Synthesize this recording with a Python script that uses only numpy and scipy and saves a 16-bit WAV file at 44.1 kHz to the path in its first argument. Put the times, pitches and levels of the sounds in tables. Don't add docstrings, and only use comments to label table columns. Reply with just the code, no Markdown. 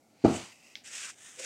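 import sys
import numpy as np
from scipy import signal
from scipy.fft import rfft, irfft
from scipy.io import wavfile

SR = 44100
rng = np.random.default_rng(int(sys.argv[2]) if len(sys.argv) > 2 else 0)


def dump(signal):
    limited = np.clip(np.atleast_2d(signal).T, -1, 1)
    pcm = np.round(limited * 32767).astype(np.int16)
    wavfile.write(sys.argv[1], SR, pcm)


N = 63945
TIME = np.arange(N) / SR


def from_db(db):
    return 10 ** (np.asarray(db) / 20)


def unit_power(x):
    return x / np.sqrt(np.mean(x ** 2) + 1e-20)


def envelope(rows):
    t, db = np.transpose(rows)
    return from_db(np.interp(TIME, t, db, left=-140, right=-140))


def swell(peak_s, rise_s, fall_s):
    return np.exp(-np.maximum((peak_s - TIME) / rise_s, (TIME - peak_s) / fall_s))


def butterworth(x, order, hz, kind="low"):
    return signal.sosfilt(signal.butter(order, hz, kind, fs=SR, output="sos"), x + 1e-18)


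def coloured(x, spectrum):
    hz, db = np.transpose(spectrum)
    bin_hz = np.maximum(np.arange(N // 2 + 1) * SR / N, 1)
    skirt = np.minimum(bin_hz / hz[0], 1) ** 2
    gain = from_db(np.interp(np.log(bin_hz), np.log(hz), db))
    return unit_power(irfft(rfft(x) * skirt * gain, N))


def drift(rate_hz):
    return unit_power(butterworth(rng.standard_normal(N), 2, rate_hz))


def resonance(x, hz, width_hz):
    return butterworth(x, 2, [max(hz - width_hz / 2, 20), hz + width_hz / 2], "band")


def impulse(at_s, db):
    return from_db(db) * np.maximum(1 - np.abs(TIME - at_s) * SR, 0)


def ring(force, modes):
    motion = 0
    for hz, db, t60 in modes:
        radius = np.exp(-np.log(1000) / (t60 * SR))
        angle = 2 * np.pi * hz / SR
        feedback = [1, -2 * radius * np.cos(angle), radius ** 2]
        motion = motion + from_db(db) * signal.lfilter([0, np.sin(angle)], feedback, force + 1e-18)
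    return motion


def reverberation(start_s, spectrum, rise_s, t60_s):
    age = np.maximum(TIME - start_s, 0)
    build_up = 1 - np.exp(-age / rise_s)
    decay = np.exp(-np.log(1000) * age / t60_s)
    return coloured(rng.standard_normal(N), spectrum) * build_up * decay


def fibres(slips_per_s=38000, spread_db=1.8, rough_db=1.0, clump_hz=90):
    slips = rng.random(N) < slips_per_s / SR
    sizes = from_db(spread_db * np.minimum(rng.exponential(1, N), 6)) * rng.standard_normal(N)
    return slips * sizes * from_db(rough_db * drift(clump_hz))


def stick_slip(hz, jitter):
    unsteady_hz = hz * (1 + jitter * drift(rate_hz=110.5))
    return np.sqrt(2) * np.sin(2 * np.pi * np.cumsum(unsteady_hz) / SR)


def workshop_air():
    # f/Hz, relative level/dB
    spectrum = [(25, -22), (65, -15), (105, 0), (160, -3), (240, 6), (400, -2.5), (800, -0.5),
                (1050, -17.5), (1350, -10.5), (1750, -21.5), (2050, -14), (2230, -8.5), (2450, -19),
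                (2800, -20.5), (7000, -16), (10000, -21), (15500, -29)]
    return from_db(-66) * coloured(rng.standard_normal(N), spectrum)


def rubber_glove():
    # t/s, level/dB
    drag = [(1.368, -76), (1.383, -55), (1.395, -54), (1.401, -42), (1.407, -44), (1.417, -55), (1.43, -56),
            (1.45, -51)]
    whistle_s, glide_hz_per_s, squeak_hz = 1.266, 1800, 510
    whistle_hz = 1820 + glide_hz_per_s * (TIME - whistle_s)
    whistle = from_db(-59) * swell(whistle_s, rise_s=.045, fall_s=.045)
    whistle *= stick_slip(whistle_hz, jitter=.025)
    rub = from_db(-5) * unit_power(resonance(rng.standard_normal(N), squeak_hz, width_hz=340))
    return whistle + envelope(drag) * (stick_slip(squeak_hz, jitter=.05) + rub)


def towel_lifted():
    # t/s, level/dB
    slide = [(.10, -77), (.17, -71.5), (.236, -60.5), (.249, -40.5), (.27, -45.5), (.31, -46.5), (.40, -77),
             (.48, -65), (.55, -80)]
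    grab = [(.24, -70), (.27, -52.5), (.30, -45.5), (.345, -43), (.375, -42.5), (.40, -45.5), (.456, -49),
            (.50, -55.5), (.56, -77)]
    carry = [(.42, -78.5), (.51, -55.5), (.57, -62.5), (.69, -59), (.74, -62), (.80, -68.5), (.84, -80)]
    # f/Hz, relative level/dB
    slide_spectrum = [(900, 1), (1300, -5), (1700, -2.5), (2250, 2), (2900, -2), (3500, -7), (4400, -0.5),
                      (4750, -1), (5100, -8.5), (6000, -7), (8200, -10.5), (9400, -27), (12000, -29.5),
                      (15500, -41)]
    grab_spectrum = [(900, -1), (1300, -2.5), (1700, -4), (2000, -0.5), (2900, 1.5), (3900, -5.5),
                     (4750, -1.5), (5200, -7.5), (5900, -2.5), (8200, -6), (9400, -10.5), (10000, -18),
                     (12000, -22), (12500, -31.5), (15500, -31.5)]
    crush_spectrum = [(1500, -14.5), (3000, -4.5), (4200, -23), (6200, -9), (7800, 2), (8600, -8.5),
                      (10000, -22.5), (15000, -42)]
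    carry_spectrum = [(1000, -9.5), (1700, -15), (2020, 0.5), (2250, -8.5), (2600, 4), (3400, -13),
                      (4300, -13.5), (4900, -5.5), (5400, -8), (6100, -7.5), (8200, -9), (10000, -21.5),
                      (15500, -27)]
    crush = from_db(-39) * swell(.365, rise_s=.025, fall_s=.01) * coloured(fibres(), crush_spectrum)
    moves = [(slide, slide_spectrum), (grab, grab_spectrum), (carry, carry_spectrum)]
    return crush + sum(envelope(curve) * coloured(fibres(), spectrum) for curve, spectrum in moves)


def tick():
    # t/s, level/dB
    contacts = [(0.7546, -20), (0.7545, -53), (0.7565, -32.5)]
    # f/Hz, level/dB, T60/s
    modes = [(2220, -11.5, 0.012), (3360, -6.5, 0.0063), (3850, -14, 0.0045), (4430, -24, 0.0047),
             (5180, -20.5, 0.0063)]
    # f/Hz, relative level/dB
    room_spectrum = [(1200, -16), (1800, 0), (3300, 1), (5500, 1), (6800, -12), (10000, -21.5)]
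    force = sum(impulse(t, db) for t, db in contacts)
    snap = butterworth(ring(force, modes), 3, (2080, 7200), "band")
    reflections = reverberation(contacts[0][0], room_spectrum, rise_s=.0024, t60_s=.23)
    return snap + from_db(-48.5) * reflections


def wiping():
    # t/s, level/dB
    firm_stroke = [(.836, -63), (.851, -51), (.876, -44.5), (.895, -49.5), (.915, -48), (.932, -43),
                   (.97, -39.5), (1.02, -41.5), (1.048, -39), (1.068, -45), (1.104, -43), (1.124, -56.5),
                   (1.146, -59.5)]
    light_stroke = [(1.14, -68), (1.18, -59), (1.214, -54), (1.264, -51), (1.335, -53.5), (1.36, -53.5),
                    (1.40, -56.5)]
    last_stroke = [(1.372, -62), (1.396, -41), (1.414, -44.5), (1.432, -43.5), (1.45, -36)]
    # f/Hz, relative level/dB
    firm_spectrum = [(500, -15.5), (1050, -20), (1650, -3), (2150, -2), (2600, 0), (3400, -4.5), (4300, -9),
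                     (5200, -3), (6400, -1), (7700, -0.5), (8600, -4), (9550, -10), (9950, -21),
                     (12000, -23.5), (15500, -36)]
    light_spectrum = [(500, -23), (1100, -7.5), (1750, -0.5), (2200, -2), (3650, -0.5), (4200, -11),
                      (5200, -5.5), (6400, 2), (8000, 1.5), (9500, -3), (10000, -18), (12000, -20.5),
                      (15500, -25)]
    pressure = envelope(firm_stroke)
    firm = (pressure + envelope(last_stroke)) * coloured(fibres(), firm_spectrum)
    contact = swell(1.10, rise_s=.13, fall_s=.0078) * np.sqrt(pressure / pressure.max())
    deep = from_db(-49) * contact * unit_power(resonance(fibres(), hz=1430, width_hz=620))
    light = envelope(light_stroke) * coloured(fibres(), light_spectrum)
    return firm + deep + light


def bench_bump():
    # t/s, level/dB, contact cutoff f/Hz
    knocks = [(0.2398, -8, 398), (0.2475, 2, 600), (0.2543, -12.5, 1100), (0.2606, -9.5, 453),
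              (0.2779, -9, 328), (.285, -19, 630), (.296, -20.5, 330), (.312, -22.5, 303),
              (.321, -16.5, 400), (.345, -29, 280), (0.365, -24.5, 280)]
    # f/Hz, bandwidth/Hz, relative level/dB
    broad_modes = [(299.6, 220, -10.5), (650, 40, -22.5), (793, 79, -21.5), (1286, 190, -21)]
    # f/Hz, relative level/dB, T60/s
    ringing_modes = [(83, -16, .3), (115, -8.5, 0.61), (140, -12, .3), (199.7, 0, .36), (239.6, 2, 0.093),
                     (265.6, -2.5, .26), (340.5, 6, 0.18), (352, -5.5, .33), (420, -7.5, .15),
                     (471, -20, 0.3), (654, 0, 0.067), (830, -12, .2), (1153, -8, 0.17), (1263, -6.5, 0.27)]
    # f/Hz, relative level/dB
    boom_spectrum = [(35, -41), (70, -12), (120, -5), (330, -5), (520, -14), (700, -9), (880, -14.5),
                     (1020, -18), (1150, -17), (1330, -17.5), (1650, -34.5), (4000, -64)]
    hollow_hz, hollow_width_hz = 1034, 100
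    damp_from_s, damp_db_per_s = .41, 100
    force = sum(butterworth(impulse(t, db), 2, hz) for t, db, hz in knocks)
    thud = sum(from_db(db) * resonance(force, hz, width) * SR / (2 * width)
               for hz, width, db in broad_modes)
    bench = butterworth(thud + from_db(-23) * ring(force, ringing_modes), 4, 84, "high")
    boom = from_db(-21.5) * reverberation(.249, boom_spectrum, rise_s=.008, t60_s=.38)
    hollow = signal.iirnotch(hollow_hz, hollow_hz / hollow_width_hz, fs=SR)
    damping = from_db(-damp_db_per_s * np.maximum(TIME - damp_from_s, 0))
    return signal.lfilter(*hollow, bench + boom) * damping


def scene():
    return (workshop_air() + bench_bump() + towel_lifted() + tick() + wiping() + rubber_glove())[None]


def record(dry):
    cutoff_hz = 15760
    return signal.sosfilt(signal.ellip(10, .1, 80, cutoff_hz, fs=SR, output="sos"), dry)


dry = scene()
out = record(dry)
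dump(out)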